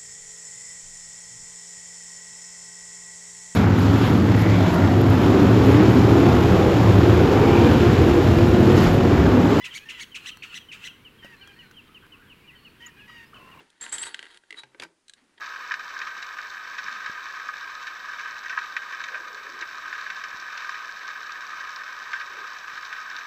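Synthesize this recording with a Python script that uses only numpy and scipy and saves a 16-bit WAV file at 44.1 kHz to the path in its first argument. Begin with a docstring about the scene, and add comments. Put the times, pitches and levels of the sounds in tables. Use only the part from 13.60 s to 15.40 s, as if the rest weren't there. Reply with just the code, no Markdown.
"""Metal hardware squeaks, scrapes and clacks as the wooden door of a cabinet full of stones is moved.
Rubbing makes the metal ring in short squeaks, then it slips in single clacks. The door knocks against
its wooden frame, the catch snaps, and small hard pieces chatter and tick. Each hit is a short crack
plus a few fading tones. It all happens close by, in a quiet room."""
import sys
import numpy as np
from scipy import signal
from scipy.fft import rfft, irfft
from scipy.io import wavfile

SR = 44100
rng = np.random.default_rng(int(sys.argv[2]) if len(sys.argv) > 2 else 0)


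def persist_wave(psi):
    """Save psi, clipped to +-1, as 16-bit WAV."""
    counts = np.round(np.clip(psi, -1, 1) * 32767).astype(np.int16)
    wavfile.write(sys.argv[1], SR, np.atleast_2d(counts).T)


N = 79380
TIME = np.arange(N) / SR
# tone colour of hard pieces hitting each other: f/Hz, level/dB
HARD_CRACK = [(90, -50), (370, -3.5), (900, -10.5), (1700, 0), (3700, 1.5), (5700, -11), (9000, -10),
              (12000, -32)]


def squeaks():
    """Rubbing drives one tone of the metal per squeak, unevenly; it rings out when the grip lets go."""
    grips = [(.211, 0.0032, 7460, -36), (.2244, 0.0067, 7566, -35), (.293, 0.005, 7490, -41),
             (.322, 0.032, 7520, -36), (.3245, 0.036, 8030, -29), (0.3833, 0.024, 7530, -35),
             (.416, 0.013, 8070, -30.5), (0.442, .09, 4550, -50.5), (0.4503, .036, 8020, -42),
             (.467, 0.0051, 3820, -41), (0.972, 0.0084, 3890, -46), (.983, 0.026, 3902, -41.5)]  # the metal catches: t/s, time driven/s, f/Hz, level/dB
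    rise_s, t60_s, sag_db_per_s = 0.0013, 0.047, 133
    wander_hz, roughness, grit = 10.8, 0.22, 0.113
    out = np.zeros(N)
    for start, length, hz, db in grips:
        t = np.maximum(TIME - start, 0)
        driven = np.minimum(t / rise_s, 1) * undb(db - sag_db_per_s * np.minimum(t, length))
        loudness = driven * fade(np.maximum(t - length, 0), t60_s)
        phase = 2 * np.pi * np.cumsum(hz + wander_hz * wobble(150)) / SR
        tone = (1 + roughness * wobble(350)) * np.sin(phase)
        rattle = grit * wobble(600) * np.cos(phase)
        out += loudness * np.sqrt(2) * (tone + rattle)
    return room(out, wet_db=-7)


def scrape():
    """Tiny slips come in clumps, grate, set the metal fittings ringing and shake the door."""
    rubbing = [(.200, -70, -91), (.209, -49.5, -57), (.228, -43.5, -48.5), (.252, -47.5, -53.5),
               (.316, -49.5, -63), (.328, -37.5, -36.5), (.378, -45, -51.5), (.44, -43, -54),
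               (.458, -40, -44.5), (.525, -53.5, -71.5), (.765, -56.5, -70), (.800, -78.5, -86),
               (.945, -63, -78), (.995, -48, -56), (1.05, -94, -100)]  # how hard the metal rubs: t/s, level/dB, treble level/dB
    scuffs = [(1.585, 0.014, -61.5), (1.7823, 0.0051, -52.5)]  # brief extra rubs: middle t/s, half length/s, level/dB
    body_colour = [(60, -31), (370, -4.5), (560, -12.5), (1000, -4.5), (1520, 2), (1900, 5), (2350, -7.5),
                   (3100, -2.5), (4500, -4), (6500, -33)]  # main part of the grating: f/Hz, level/dB
    treble_colour = [(3500, -35), (7000, 0.5), (10200, -7), (12400, -27)]  # its high hiss: f/Hz, level/dB
    fitting_tones = [(945, -1.5), (3268, -2), (3850, -2.5), (9950, -1.5)]  # ringing of the fittings: f/Hz, level/dB
    slips_per_s, spread_db, ring_t60_s = 2000, 3, 0.107
    slips = (rng.random(N) < slips_per_s / SR) * rng.choice([-1, 1], N)
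    slips = slips * undb(spread_db * rng.standard_normal(N))
    slips *= undb(wobble(130))  # clumps about 1 dB louder or softer
    force, bite = undb(curve(rubbing)), undb(curve(rubbing, column=2))
    force += sum(undb(db) * np.exp(-((TIME - middle) / half) ** 2) for middle, half, db in scuffs)
    grating = unit(colour(slips, body_colour)) * force + unit(colour(slips, treble_colour)) * bite
    ring = np.zeros(N)
    for hz, db in fitting_tones:
        ping = fade(TIME, ring_t60_s) * np.sin(2 * np.pi * hz * TIME)
        ring += undb(db) * unit(signal.fftconvolve(grating, ping)[:N])
    ring = undb(-10) * np.std(grating) * unit(ring)  # 10 dB below the grating
    rumble = undb(-28.5) * wobble(120) * (force + bite)
    return room(grating + ring, wet_db=-11) + rumble


def clacks():
    """The metal hardware slips in single jumps and rings briefly after each."""
    hits = [(.2628, -38.5, -5.5), (.381, -36, 7.5), (.429, -35.5, 6), (.4355, -35, 5.5), (.5432, -31, 1),
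            (.5908, -37, -0.5), (.6265, -42, -0.5), (.641, -48.5, -4), (.6533, -48.5, 0),
            (.665, -48.5, -4.5), (.7435, -57.5, 3.5), (.7715, -50.5, 6), (.835, -58.5, -3.5)]  # slips: t/s, level/dB, brightness/dB per octave
    tones = [(1576, -10.5, 0.027), (1972, -6, 0.022), (2870, 0, 0.0089), (3218, -4, 0.012)]  # ringing of the hardware: f/Hz, level/dB, fade time/s
    return blows(hits, tones, HARD_CRACK, crack_db=-4.5)


def knocks():
    """The door knocks against its frame, and the wood rings."""
    hits = [(.004, -51.5, -2.5), (1.034, -44.5, 1), (1.1462, -50.5, -2.5), (1.2215, -39, 5.5),
            (1.2265, -41, -1.5), (1.2342, -38, 5.5), (1.2475, -46.5, -1.5)]  # knocks: t/s, level/dB, brightness/dB per octave
    tones = [(311.3, -12, 0.12), (403, -5.5, 0.098), (566, -8, 0.075), (912, -5, 0.049),
             (1544, -1.5, 0.054)]  # ringing of the wood: f/Hz, level/dB, fade time/s
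    wood_crack = [(60, -18), (300, -3), (1900, 10), (4600, -2), (6000, -10), (12000, -28)]  # tone colour of wood hitting wood: f/Hz, level/dB
    return blows(hits, tones, wood_crack, crack_db=3.5, rise_s=0.00044, crack_t60=0.033, detune=0.037)


def snap():
    """The catch snaps as the door meets the frame."""
    hits = [(1.1975, -37, -2)]  # one snap: t/s, level/dB, brightness/dB per octave
    tones = [(3370, -3, 0.013), (3950, -6.5, 0.014), (4670, -3.5, 0.011)]  # ringing of the catch: f/Hz, level/dB, fade time/s
    return blows(hits, tones, HARD_CRACK, crack_db=1)


def chatter():
    """A small piece chatters to rest, each hit softer and duller."""
    hits = [(.9055, -38, 1), (.925, -39, -1.5), (.9425, -46, -5.5)]  # bounces: t/s, level/dB, brightness/dB per octave
    tones = [(2048, -0.5, 0.016), (2800, -11, 0.016)]  # ringing of the piece: f/Hz, level/dB, fade time/s
    return blows(hits, tones, HARD_CRACK, crack_db=-8)


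def ticks():
    """Small hard pieces touch lightly and give bright ticks."""
    touches = [(0.1008, -60.5), (1.481, -52), (1.495, -46), (1.5351, -49)]  # light hits: t/s, level/dB
    tones = [(1630, -19.5, 0.041), (4020, -9.5, 0.01)]  # ringing of the pieces: f/Hz, level/dB, fade time/s
    db_per_octave = 7.5
    hits = [(start, db, db_per_octave) for start, db in touches]
    return blows(hits, tones, HARD_CRACK, crack_db=0.5)


def thuds():
    """The wooden panels take up a blow and ring on; the lower the note, the longer."""
    notes = [(.906, 315, -54), (.925, 420, -48), (1.033, 130, -61), (1.147, 352, -53), (1.241, 168, -58.5),
             (1.622, 277, -59.5)]  # the note a blow wakes most, set by where it lands: t/s, f/Hz, level/dB
    rise_s, ring_cycles = 0.0098, 44
    out = np.zeros(N)
    for start, hz, db in notes:
        t = np.maximum(TIME - start, 0)
        loudness = undb(db) * np.minimum(t / rise_s, 1) * fade(t, ring_cycles / hz)
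        out += loudness * np.sin(2 * np.pi * hz * t)
    return out


def background():
    """Handling the wood makes a soft, low rustle over the hush of the room."""
    handling = [(0, -54.5), (.1, -71.5), (.85, -82), (.93, -68.5), (1.17, -67.5), (1.225, -46.5),
                (1.31, -80), (1.47, -75.5), (1.63, -66), (1.8, -70.5)]  # strength of the rustle: t/s, level/dB
    rustle_colour = [(40, -21.5), (280, 1.5), (620, -9), (1900, -6.5), (12000, -30.5)]  # its tone colour: f/Hz, level/dB
    hush_colour = [(30, -3), (266, -10), (9800, -11.5), (12000, -32.5)]  # f/Hz, level/dB
    uneven_noise = rng.standard_normal(N) * undb(1.58 * wobble(60))
    rustle = unit(colour(uneven_noise, rustle_colour)) * undb(curve(handling))
    hush = undb(-74.5) * unit(colour(rng.standard_normal(N), hush_colour))
    return rustle + hush


def blows(hits, tones, crack_colour, crack_db, rise_s=0.00176, crack_t60=0.02, detune=0.0123):
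    """Each hit rings the object's own tones and gives a short crack; its first 8 ms set its level."""
    out, t, head = np.zeros(2 * N), TIME[:SR // 3], SR // 125
    attack = np.minimum(t / rise_s, 1) ** 2
    bass_cut = [(40, -19), (180, -4)]  # f/Hz, level/dB
    for start, db, tilt in hits:
        ring = np.zeros(len(t))
        for hz, tone_db, t60 in tones:
            shift, strength, phase = rng.standard_normal(3)  # no two hits ring alike
            wave = np.sin(2 * np.pi * (hz * (1 + detune * shift) * t + phase))
            ring += undb(tone_db + 2 * strength) * fade(t, t60) * wave
        crack = colour(rng.standard_normal(len(t)) * fade(t, crack_t60) * attack, crack_colour)
        hit = unit(ring * attack, head) + undb(crack_db) * unit(crack, head)
        first = int(start * SR)
        out[first:first + len(t)] += undb(db) * unit(colour(hit, bass_cut, tilt), head)
    return room(out[:N], wet_db=-15)


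def room(x, wet_db):
    """Add the short echo of a small room; the bass lasts longer."""
    t = TIME[:SR // 2]
    split_hz, bass_db = 650, 6.5
    low_pass = signal.butter(2, split_hz, fs=SR, output="sos")
    high_pass = signal.butter(1, split_hz, "high", fs=SR, output="sos")
    low = signal.sosfilt(low_pass, rng.standard_normal(len(t))) * fade(t, t60=0.39)
    high = signal.sosfilt(high_pass, rng.standard_normal(len(t))) * fade(t, t60=0.2)
    tail = undb(bass_db) * low + high
    return x + undb(wet_db) * signal.fftconvolve(x, tail / np.linalg.norm(tail))[:N]


def colour(x, points, tilt=0):
    """Shape the tone through (f/Hz, level/dB) points; tilt brightens it, in dB per octave."""
    size = 2 * len(x)
    hz, db = np.array(points).T
    octave = np.log2(np.maximum(np.arange(size // 2 + 1) * SR / size, 1))
    db = np.interp(octave, np.log2(hz), db) + tilt * np.clip(octave, 8, 13)  # tilt spans 256-8192 Hz
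    # fold the filter forward in time, so nothing sounds before its cause
    cepstrum = irfft(np.log(undb(db)))
    cepstrum[1:size // 2] *= 2
    cepstrum[size // 2 + 1:] = 0
    return irfft(rfft(x, size) * np.exp(rfft(cepstrum)))[:len(x)]


def undb(db):
    """Turn decibels into a volume factor."""
    return 10 ** (np.asarray(db) / 20)


def unit(x, head=None):
    """Scale to an average strength (rms) of 1, judged on the first `head` samples if given."""
    return x / np.sqrt(np.mean(x[:head] ** 2))


def curve(rows, column=1):
    """One column of a table, joined by straight lines in time."""
    rows = np.array(rows)
    return np.interp(TIME, rows[:, 0], rows[:, column])


def fade(t, t60):
    """Die away by 60 dB in t60 seconds, the fade time."""
    return np.exp(-np.log(1000) * t / t60)


def wobble(hz):
    """A smooth random wiggle of typical size 1, mostly slower than hz."""
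    return unit(signal.sosfilt(signal.butter(2, hz, fs=SR, output="sos"), rng.standard_normal(N)))


def scene():
    """Add all the sounds into one channel."""
    hits = clacks() + chatter() + snap() + ticks() + knocks() + thuds()
    return (hits + squeaks() + scrape() + background())[None]


def record(dry):
    """Cut off the highest treble."""
    top_hz = 12000
    return signal.sosfilt(signal.ellip(10, .2, 80, top_hz, fs=SR, output="sos"), dry)


dry = scene()
out = record(dry)
persist_wave(out)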